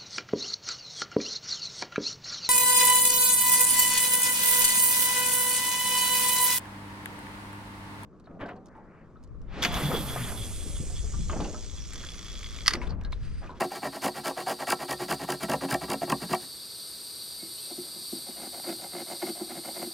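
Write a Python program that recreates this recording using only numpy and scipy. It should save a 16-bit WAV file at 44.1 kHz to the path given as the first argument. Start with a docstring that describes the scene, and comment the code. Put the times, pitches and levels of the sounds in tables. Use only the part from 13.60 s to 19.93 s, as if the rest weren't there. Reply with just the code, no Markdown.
"""A hard, woody rasp comes first: the spine of a knife goes to and fro along a fatwood stick on a plank table.
Slips shake the wood and fibres hiss at the edge; on hard pushes the edge catches and skips, and the stick clacks.
After a pause the stick knocks on a sawn log and is scraped lightly. Wood sounds are noise pushes through ringing modes.
Around it is a summer forest: cicadas, made of shaped noise and buzzing clicks, build up and swell about twice
a second. A far bird whistles in gliding tones, over soft air and breeze made of shaped noise."""
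import sys
import numpy as np
from scipy import signal
from scipy.fft import rfft, irfft, next_fast_len
from scipy.io import wavfile

SR = 44100
rng = np.random.default_rng(int(sys.argv[2]) if len(sys.argv) > 2 else 0)


def dump(signal):
    """Clip the signal to [-1, 1] and save it as 16-bit WAV at the path in sys.argv[1]."""
    limited = np.clip(np.atleast_2d(signal).T, -1, 1)
    pcm = np.round(limited * 32767).astype(np.int16)
    wavfile.write(sys.argv[1], SR, pcm)


N = 279329
TIME = np.arange(N) / SR   # time of every sample, in s
CUTOFF_HZ = 15900

# In the spectrum and mode tables only the shape counts: the overall level is evened out when they are used.
# Source levels are starting levels, before the gains set in the functions.

# forest air, spectrum: f/Hz, level per Hz/dB
AIR_SPECTRUM = [(20, -18), (42, -14), (62, 4), (85, -9), (120, 2.5), (240, -3), (370, 6.5), (480, -1),
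                (800, -5.5), (1300, -2), (2200, -7.5), (5000, -9), (16000, -24)]
AIR_DB = -56.5
# light breeze, spectrum: f/Hz, level per Hz/dB
BREEZE_SPECTRUM = [(20, -12), (40, -15), (65, -1), (130, 1.5), (300, -0.5), (600, -3.5), (1200, -11),
                   (2200, -34)]

# how the cicadas' song builds up: t/s, chorus level/dB, near singer level/dB
CICADA_LEVELS = [(0.0, -50, -55.5), (1.4, -47.5, -53), (2.14, -47.5, -52.5), (2.62, -45, -49),
                 (3.97, -43.5, -45.5), (6.2, -45, -46)]
# average click rate of the near singer's tymbals (its sound plates): t/s, rate/(clicks per s)
TYMBAL_RATE = [(0, 510), (3.7, 330), (4.8, 310), (5.6, 240), (6.3, 370)]
# the three humps of the cicada song, spectra: f/Hz, level per Hz/dB
CHORUS_SPECTRUM = [(2200, -27), (3100, -21), (3500, -12), (3900, -4), (4200, -5), (4480, 0.5), (4780, -0.5),
                   (5030, -13.5), (5450, -12.5), (6200, -19.5), (7200, -24.5), (8000, -20)]
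SINGER_SPECTRUM = [(6600, -32), (7300, -15.5), (7900, -8), (8550, 1), (8900, -0.5), (9250, 0), (9600, -6),
                   (9900, -16.5), (10400, -14), (11200, -39)]
SINGER_TOP_SPECTRUM = [(10000, -17), (10700, -8.5), (11500, 2), (12300, 1.5), (13200, 2.5), (14000, -17),
                       (14800, -79), (16000, -55)]
CHORUS_DB, SINGER_DB, SINGER_TOP_DB = 0, -0.2, -5   # offsets from the build-up
# crests of the song's swells: t/s
SWELL_TIMES = [2.75, 3.24, 3.63, 4.01, 4.52, 5.07, 5.65, 6.18]
SWELL_WIDTH_S, SWELL_FULL_S = 0.065, 4.2   # the swells deepen until they are full at this time
SWELL_CHORUS_DB, SWELL_SINGER_DB, SWELL_TOP_DB = 2.5, 2, 3   # height of a full swell

# bird whistles: start t/s, length/s, start f/Hz, end f/Hz, level/dB
BIRD_WHISTLES = [(3.784, 0.089, 2190, 2160, -59.5), (3.924, 0.21, 2670, 2650, -66),
                 (3.954, 0.059, 2700, 3250, -59), (4.697, 0.098, 3010, 2840, -60)]

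# ringing modes of stick and log: f/Hz, width/Hz, level/dB
LOG_MODES = [(150.3, 9.3, -6.5), (208.6, 26.6, -1), (255.4, 18.3, 0), (325, 20, 4), (358.3, 22.3, 5),
             (450, 37, -13.5), (539, 51, -4), (713, 89, -3.5), (812, 43, -3.5), (952, 160, -15),
             (1340, 310, -14.5), (1820, 480, -15.5), (2110, 95, -7), (2600, 400, -19.5), (3010, 71, -34)]
# the stick's foot knocks on the log: t/s, wood level/dB, thump level relative to wood/dB
LOG_KNOCKS = [(3.824, -50.5, 18.5), (4.11, -43, 2.5), (4.179, -51.5, 20), (4.36, -53, 17.5),
              (4.526, -41.5, 14), (4.684, -41.5, 7), (4.789, -49, 6), (5.118, -47, 14.5), (5.349, -35, -2),
              (5.628, -37, 8.5), (5.67, -41, 3), (5.809, -38, 10.5), (6.056, -37, 3), (6.268, -47.5, 11)]
# turns that start light strokes over the log, return and push in turn: t/s, wood level/dB
LOG_STROKES = [(4.065, -54), (4.16, -59), (4.335, -64), (4.51, -60), (4.655, -54), (4.75, -46.5),
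               (4.91, -46), (5.03, -44), (5.18, -44.5), (5.314, -42), (5.461, -44), (5.598, -42.5),
               (5.743, -49), (5.87, -45.5), (6.03, -42), (6.135, -43), (6.29, -57)]
LIGHT_HISS_DB = -13   # edge hiss of the light strokes relative to their wood

# ringing modes of stick and planks; the last two, broad ones are the stick's own dead knock:
# f/Hz, width/Hz, level/dB
TABLE_MODES = [(61.5, 4.4, -11.5), (141, 16, -1.5), (178, 15, -2.5), (214.3, 14, -1), (271.8, 12.6, 2.5),
               (359.7, 13, 6.5), (443, 36, -10.5), (474, 11.5, -1.5), (527, 21, 1.5), (605, 22.5, 1),
               (663, 32.6, 5), (740.3, 16.7, 3), (776, 23, 2.5), (824, 36, 1), (952, 33, 0), (989, 32, 0),
               (1084, 35, -0.5), (1153, 39, -2.5), (1329, 21, -1.5), (1475, 117, -6.5), (1597, 47, -3),
               (1730, 147, -5), (1829, 31, -1), (1911, 61, -2.5), (2127, 66, -12), (2304, 58, -5.5),
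               (2530, 78, -15.5), (2723, 66, -6.5), (3600, 310, -25), (770, 350, -8), (1670, 650, -16.5)]
# the stick rocks on the plank and clacks at a pitch set by the grip: t/s, f/Hz, level/dB
CLACKS = [(0.118, 784, -25), (0.231, 816, -26), (0.775, 750, -28.5), (0.871, 750, -17), (0.887, 960, -24),
          (1.076, 766, -27), (1.688, 740, -22), (1.898, 690, -33), (2.021, 670, -38), (2.419, 685, -19.5),
          (2.432, 676, -18)]
# the arms' weight on the table frees or chokes its low modes: t/s, boom gain/dB, thump gain of strokes/dB
LEAN = [(0, -10, -1), (.55, -2, -2), (1.05, -7, -6), (1.35, 0.5, -0.6), (1.8, 2, -1.5), (2.35, 2.5, 1),
        (2.8, 3, 5.5)]
# turns that start strokes over the table, push and return in turn: t/s, wood level/dB, edge hiss level/dB
TABLE_STROKES = [(-0.035, -25, -42), (0.1, -39.5, -48), (0.216, -32, -47), (0.32, -40, -48),
                 (0.41, -31, -37.5), (0.538, -38, -46), (0.632, -33, -38.5), (0.758, -33, -44.5),
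                 (0.857, -29.5, -39.5), (0.982, -33.5, -44.5), (1.063, -29, -37), (1.182, -37, -45),
                 (1.277, -33.5, -40.5), (1.383, -36, -44), (1.477, -32, -39.5), (1.588, -36, -45),
                 (1.672, -33.5, -43), (1.799, -37.5, -43.5), (1.88, -28.5, -41), (2.003, -32.5, -44.5),
                 (2.08, -32, -40), (2.205, -37, -46.5), (2.275, -32, -50), (2.405, -38.5, -46),
                 (2.468, -33, -53), (2.598, -41, -47.5), (2.682, -38, -44), (2.795, -57, -55)]
# runs of catches on the hard pushes:
# first catch t/s, last catch t/s, first wood level/dB, last wood level/dB, first edge hiss level/dB
CATCH_RUNS = [(0.009, 0.02, -23.5, -24.5, -36.5), (0.462, 0.482, -24.5, -25, -35.5),
              (0.685, 0.706, -28, -29, -54), (1.105, 1.123, -23.5, -18, -26.5),
              (1.312, 1.329, -26, -30, -32.5), (1.513, 1.526, -26, -22.5, -31),
              (1.706, 1.723, -35, -30, -30.5), (1.9, 1.936, -34, -21.5, -33.5),
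              (2.111, 2.144, -28, -21.5, -31), (2.303, 2.335, -30, -28.5, -32.5),
              (2.501, 2.522, -30, -20.5, -30.5), (2.733, 2.749, -19.5, -29.5, -32.5)]
SKIP_S = 0.0175      # a caught edge skips on at about this interval
SKIP_DULL_DB = 2.0   # the edge hiss falls by this from the first catch of a run to the last
# fibres tearing at the steel edge, spectrum: f/Hz, level per Hz/dB
EDGE_SPECTRUM = [(1500, -49), (3000, 3), (3900, -8), (4800, 6), (5600, -4), (7000, -1), (8400, -3.5),
                 (9700, 3), (10800, -9), (13000, -3), (15000, -12), (16000, -13)]

# kinds of stroke. cutting: share of the time to the next turn; rise: share of the cut before its crest;
# thump_db: relative to wood; rasp_db: offset from the mix of wood and hiss levels
HARD_PUSH = dict(cutting=0.76, rise=0.43, thump_db=0, rasp_db=-1.5)
HARD_RETURN = dict(cutting=0.89, rise=0.4, thump_db=0.5, rasp_db=-0.9)
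LIGHT_PUSH = dict(cutting=0.93, rise=0.54, thump_db=4, rasp_db=0.3)
LIGHT_RETURN = dict(cutting=1, rise=0.31, thump_db=-4, rasp_db=-3.5)
RASP_SHARE = 0.51   # the rasp lies this far from the wood level towards the edge hiss level, in dB


def from_db(db):
    """Turn decibels into a plain factor."""
    return 10 ** (np.asarray(db) / 20)


def rms_one(x):
    """Scale a signal to an average strength (rms) of 1."""
    return x / np.sqrt(np.mean(x ** 2) + 1e-20)


def in_time(rows):
    """Read the columns of a curve table at every sample."""
    s, *columns = np.transpose(rows)
    return [np.interp(TIME, s, column) for column in columns]


def drift(rate):
    """Smooth chance with spread 1, changing about rate times a second."""
    hz = np.fft.rfftfreq(N, 1 / SR)
    noise = rng.standard_normal(N)
    return rms_one(irfft(rfft(noise) / (1 + (hz / rate) ** 2), N))


def coloured(x, spectrum):
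    """Give a white signal a spectrum that falls away beyond its ends; its power is kept."""
    size = next_fast_len(N + SR // 10, real=True)
    hz = np.fft.rfftfreq(size, 1 / SR) + 1   # the 1 avoids log(0)
    points_hz, db = np.transpose(spectrum)
    gain = from_db(np.interp(np.log(hz), np.log(points_hz), db))
    beyond_ends = np.minimum(hz / points_hz[0], points_hz[-1] / hz)
    gain *= np.minimum(1, beyond_ends) ** 4
    return irfft(rfft(x, size) * rms_one(gain), size)[..., :N]


def wide_noise(side_db):
    """White stereo noise, the same in both ears but for a side part."""
    mid, side = rng.standard_normal((2, N))
    return mid + from_db(side_db) * side * [[1], [-1]]


def grains(per_s, spread_db):
    """Fibres snap at random moments with uneven force; rms 1."""
    unevenness = np.minimum(rng.exponential(1, N), 4)
    sizes = from_db(spread_db * unevenness) * rng.choice([-1, 1], N)
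    snaps = rng.random(N) < per_s / SR
    return rms_one(sizes * snaps)


def forest_air():
    """The soft, steady hush of forest air, as shaped stereo noise."""
    return from_db(AIR_DB) * coloured(wide_noise(side_db=-14.0), AIR_SPECTRUM)


def breeze():
    """A light, low breeze, as shaped noise that is different at each ear."""
    return from_db(-58.0) * coloured(rng.standard_normal((2, N)), BREEZE_SPECTRUM)


def forest(x, t60, dull_hz):
    """Trunks scatter a faint dull tail, different at each ear; t60 is the time to fall by 60 dB."""
    t = TIME[:SR // 2]
    envelope = from_db(-60 * t / t60) * (1 - np.exp(-t / 0.0063))
    tail = rng.standard_normal((2, len(t))) * envelope
    tail /= np.linalg.norm(tail, axis=1, keepdims=True)
    tail = signal.sosfilt(signal.butter(1, dull_hz, fs=SR, output="sos"), tail)
    return signal.fftconvolve(x[None], tail, axes=1)[:, :N]


def near_echoes(x, echo_db, count=14):
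    """Table, log and ground send back faint early copies that ripple the spectrum."""
    out = x.copy()
    delays_s = rng.uniform(0.0018, 0.011, count)
    signs = rng.choice([-1, 1], count)
    for delay_s, sign in zip(delays_s, signs):
        lag = int(delay_s * SR)
        out[..., lag:] += sign * from_db(echo_db) / np.sqrt(count) * x[..., :-lag]
    return out / np.sqrt(1 + from_db(2 * echo_db))


def from_the_left(x, pan_db, lag_s):
    """A source left of centre is louder in the left ear and reaches the right one a little later."""
    hz = np.fft.rfftfreq(N, 1 / SR)
    right = irfft(rfft(x[1]) * np.exp(-2j * np.pi * hz * lag_s), N)
    return np.array([x[0], right]) * from_db([[pan_db / 2], [-pan_db / 2]])


def swell():
    """The song swells about twice a second, deepening until the swells are full; 0 to 1."""
    out = np.zeros(N)
    for s in SWELL_TIMES:
        depth = min(1, s / SWELL_FULL_S) ** 3
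        out += depth * np.exp(-0.5 * ((TIME - s) / SWELL_WIDTH_S) ** 2)
    return out


def cicadas():
    """A far chorus blurs into a fluttering hiss; the near singer keeps the buzz of its tymbal clicks."""
    chorus_db, singer_db = in_time(CICADA_LEVELS)
    swelling = swell()
    clicks_per_s, = in_time(TYMBAL_RATE)
    unsteady_rate = clicks_per_s * (1 + 0.003 * drift(7.4))
    cycle = np.cumsum(unsteady_rate) / SR % 1   # place within one click, 0 to 1
    buzz = rms_one(1 + 0.97 * np.exp(-cycle / 0.22))   # leaves scatter each click and fill the gaps

    flutter = rms_one(from_db(0.5 * drift(120)))
    chorus = coloured(wide_noise(side_db=-13.5) * flutter, CHORUS_SPECTRUM)
    chorus *= from_db(chorus_db + CHORUS_DB + SWELL_CHORUS_DB * swelling + 0.31 * drift(8))
    singer = coloured(wide_noise(side_db=-13.0) * buzz, SINGER_SPECTRUM)
    singer *= from_db(singer_db + SINGER_DB + SWELL_SINGER_DB * swelling)
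    top = coloured(wide_noise(side_db=-6.5) * buzz, SINGER_TOP_SPECTRUM)
    top *= from_db(singer_db + SINGER_TOP_DB + SWELL_TOP_DB * swelling)
    return chorus + from_the_left(singer + top, pan_db=1.2, lag_s=6e-6)


def bird(waver=0.00595, flutter_db=3.5):
    """Soft gliding whistles that waver on their way through the leaves."""
    out = np.zeros(N)
    unsteady = 1 + waver * drift(60)
    for start, length, start_hz, end_hz, db in BIRD_WHISTLES:
        along = np.clip((TIME - start) / length, 0, 1)
        hz = (start_hz + (end_hz - start_hz) * along) * unsteady
        tone = np.sin(2 * np.pi * np.cumsum(hz) / SR)
        out += from_db(db) * np.sin(np.pi * along) * tone
    return out * from_db(flutter_db * drift(30))


def ring(force, modes, low_hz, high_hz):
    """Drive those modes of a body that lie in one register; the power is kept."""
    t = TIME[:SR // 4]
    response = np.zeros(len(t))
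    for k, (hz, width, db) in enumerate(modes):
        if low_hz <= hz < high_hz:
            decay = width * np.exp(-np.pi * width * t)   # a wide mode dies away sooner
            response += (-1) ** k * from_db(db) * decay * np.cos(2 * np.pi * hz * t)
    band = signal.butter(2, [low_hz * 0.8, high_hz * 1.3], "band", fs=SR, output="sos")
    response = signal.sosfilt(band, response)
    return signal.fftconvolve(force, response / np.linalg.norm(response))[:N]


def wood(modes, thump, knock, rasp):
    """The low modes belong to the support, the middle and high ones mostly to the stick."""
    low = ring(thump, modes, 40, 455)
    middle = ring(knock, modes, 455, 1250)
    high = ring(rasp, modes, 1250, 3400)
    return low + middle + high


def blow(s, length_s):
    """A short push that starts length_s before time s, peaks there at height 1 and dies away."""
    age = np.clip((TIME - s) / length_s + 1, 0, 30)
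    return age * np.exp(1 - age)


def log_knocks(length_s, rasp_db, click_db, settle_s=0.019, settle_db=-18.5):
    """The stick's rough foot rocks on the end grain: one firm contact, then a brief crush as it settles."""
    knock, thump = np.zeros((2, N))
    crush = grains(per_s=6000, spread_db=-1.0)
    for s, db, thump_db in LOG_KNOCKS:
        settling = from_db(settle_db) * blow(s + settle_s, settle_s)
        push = (0.54 * blow(s, length_s) + settling) * crush
        push[int(s * SR)] += from_db(click_db)   # the firm contact, a single click
        knock += push * from_db(db)
        thump += push * from_db(db + thump_db)
    return wood(LOG_MODES, thump, knock, from_db(rasp_db) * knock)


def clacks(t60, overtone, overtone_db):
    """The hand-damped stick rings briefly in its first two bending modes."""
    out = np.zeros(N)
    for s, hz, db in CLACKS:
        span = (TIME > s) & (TIME < s + 0.1)
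        age = TIME[span] - s
        onset = 1 - np.exp(-age / 0.00046)
        fade = from_db(-60 * age / t60)
        phase = 2 * np.pi * hz * age
        first = fade * np.sin(phase)
        second = from_db(overtone_db) * fade ** 2 * np.sin(overtone * phase)
        out[span] += from_db(db) * onset * (first + second)
    return out


def leaning(x, below_hz):
    """The arms' weight raises or lowers the deep boom of the table top."""
    boom_db, _ = in_time(LEAN)
    boom = signal.sosfiltfilt(signal.butter(2, below_hz, fs=SR, output="sos"), x)
    return x + (from_db(boom_db) - 1) * boom


def skips():
    """Each run is a row of evenly spaced catches: t/s, wood level/dB, edge hiss relative to wood/dB."""
    for first, last, first_db, last_db, hiss_db in CATCH_RUNS:
        count = max(2, round((last - first) / SKIP_S) + 1)
        run = np.linspace((first, first_db, 0), (last, last_db, SKIP_DULL_DB), count)
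        for s, db, dull_db in run:
            yield s, db, hiss_db - dull_db - db


def contact(lift_db=-10.5, after_s=0.0056, length_s=0.0033, free_db=-0.5, free_s=0.014):
    """The edge flies clear for a few milliseconds after each catch; after a run it presses slightly less."""
    lifted, freed = np.zeros((2, N))
    for s, _, _ in skips():
        span = abs(TIME - s) < 0.03
        lifted[span] += np.exp(-0.5 * ((TIME[span] - s - after_s) / length_s) ** 2)
    for _, last, *_ in CATCH_RUNS:
        span = (TIME > last) & (TIME < last + 2 * free_s)
        freed[span] += np.sin(np.pi * (TIME[span] - last) / (2 * free_s))
    return from_db(lift_db * lifted + free_db * freed)


def catches(length_s, thump_db, rasp_db, rasp_share):
    """A catch tears a clump of fibres within a few milliseconds; a sharp one excites more high modes."""
    push, hiss, rasp = np.zeros((3, N))
    for s, db, hiss_db in skips():
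        span = abs(TIME - s) < 0.02
        late = TIME[span] - s
        burst = from_db(db) * np.exp(-0.5 * (late / length_s) ** 2)
        push[span] += burst
        rasp[span] += burst * from_db(rasp_db + rasp_share * hiss_db)
        # the tearing builds up, then stops more quickly as the edge breaks free
        tearing_s = np.where(late < 0, 0.0032, 0.0014)
        hiss[span] += from_db(db + hiss_db) * np.exp(-0.5 * (late / tearing_s) ** 2)
    tear = grains(per_s=9000, spread_db=-0.5)
    body = wood(TABLE_MODES, from_db(thump_db) * push * tear, push * tear, rasp * tear)
    return body, coloured(hiss * tear, EDGE_SPECTRUM)


def stroke_forces(strokes, kinds, bite=0.62, release=2.3):
    """The blade bites early and lets go gently; hiss follows speed. Rows: thump, wood, rasp, edge hiss."""
    out = np.zeros((4, N))
    gaps = np.diff([row[0] for row in strokes])
    all_gaps = [*gaps, gaps[-2]]   # the last stroke borrows the gap of the last one of its kind
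    for k, ((start, db, hiss_db), gap) in enumerate(zip(strokes, all_gaps)):
        kind = kinds[k % 2]
        along = (TIME - start) / (gap * kind["cutting"])
        span = (along > 0) & (along < 1)
        phase = np.interp(along[span], [0, kind["rise"], 1], [0, 0.5, 1])
        speed = abs(np.sin(np.pi * phase))
        grip = speed ** np.where(phase < 0.5, bite, release)
        rasp_db = db + RASP_SHARE * (hiss_db - db) + kind["rasp_db"]
        levels = from_db([[db + kind["thump_db"]], [db], [rasp_db], [hiss_db]])
        out[:, span] += levels * [speed, grip, grip, speed]
    return out


def hard_forces():
    """Over the table, the arms' weight sets how much of each stroke goes into the planks."""
    strokes = stroke_forces(TABLE_STROKES, (HARD_PUSH, HARD_RETURN))
    thump, knock, rasp, hiss = strokes * contact()
    _, thump_db = in_time(LEAN)
    return np.array([thump * from_db(thump_db), knock, rasp, hiss])


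def light_forces():
    """Over the log, the hiss simply follows the strength of the stroke."""
    strokes = [(s, db, db + LIGHT_HISS_DB) for s, db in LOG_STROKES]
    return stroke_forces(strokes, (LIGHT_RETURN, LIGHT_PUSH), bite=0.42, release=1.55)


def scrape(forces, modes, slips_per_s, slip_db, judder_db, judder_hz, fibres_per_s, fibre_db):
    """Coarse slips shake the wood, fine fibres hiss at the edge, and the blade's judder sways both."""
    judder = rms_one(from_db(judder_db * drift(judder_hz)))
    thump, knock, rasp, hiss = forces * judder
    slips = grains(slips_per_s, slip_db)
    fibres = rms_one(grains(fibres_per_s, fibre_db) + 0.5 * slips)
    rough = rms_one(slips + 1.2 * fibres)
    body = wood(modes, thump * slips, knock * slips, rasp * rough)
    return body, coloured(hiss * fibres, EDGE_SPECTRUM)


def knife():
    """Hard strokes with catches and clacks over the table, then light ones with knocks over the log."""
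    hard_wood, hard_edge = scrape(hard_forces(), TABLE_MODES, slips_per_s=2000, slip_db=2.0, judder_db=2.5,
                                  judder_hz=114, fibres_per_s=5700, fibre_db=1.0)
    soft_wood, soft_edge = scrape(light_forces(), LOG_MODES, slips_per_s=1000, slip_db=4.0, judder_db=2.5,
                                  judder_hz=67.3, fibres_per_s=14000, fibre_db=2.0)
    catch_wood, catch_edge = catches(length_s=0.0019, thump_db=-5.5, rasp_db=-1.0, rasp_share=0.48)
    taps = from_db(-0.5) * log_knocks(length_s=0.0039, rasp_db=-18.0, click_db=17.5)
    table = leaning(from_db(0.2) * hard_wood + from_db(1.3) * catch_wood, below_hz=280)
    rocking = clacks(t60=0.04, overtone=2.98, overtone_db=-21.0)
    body = table + rocking + from_db(-0.1) * soft_wood + taps
    edge = from_db(1.2) * hard_edge + from_db(6.0) * soft_edge + from_db(1.0) * catch_edge
    return body + near_echoes(edge, echo_db=-10.0)


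def scene():
    """Add up the forest around the listener and the knife close by, with its scattered tails."""
    background = forest_air() + breeze() + near_echoes(cicadas(), echo_db=-6.5)
    whistles = bird()
    far_bird = from_db(3.5) * whistles + from_db(-13.0) * forest(whistles, t60=0.55, dull_hz=5000)
    near = knife()
    scatter = from_db(-27.5) * forest(near, t60=0.6, dull_hz=3000)
    low_scatter = from_db(-20.0) * forest(near, t60=0.51, dull_hz=170)
    return background + far_bird + near + scatter + low_scatter


def record(dry):
    """The top of the band is cut steeply."""
    return signal.sosfilt(signal.ellip(12, 0.1, 80, CUTOFF_HZ, fs=SR, output="sos"), dry)


dry = scene()
out = record(dry)
dump(out)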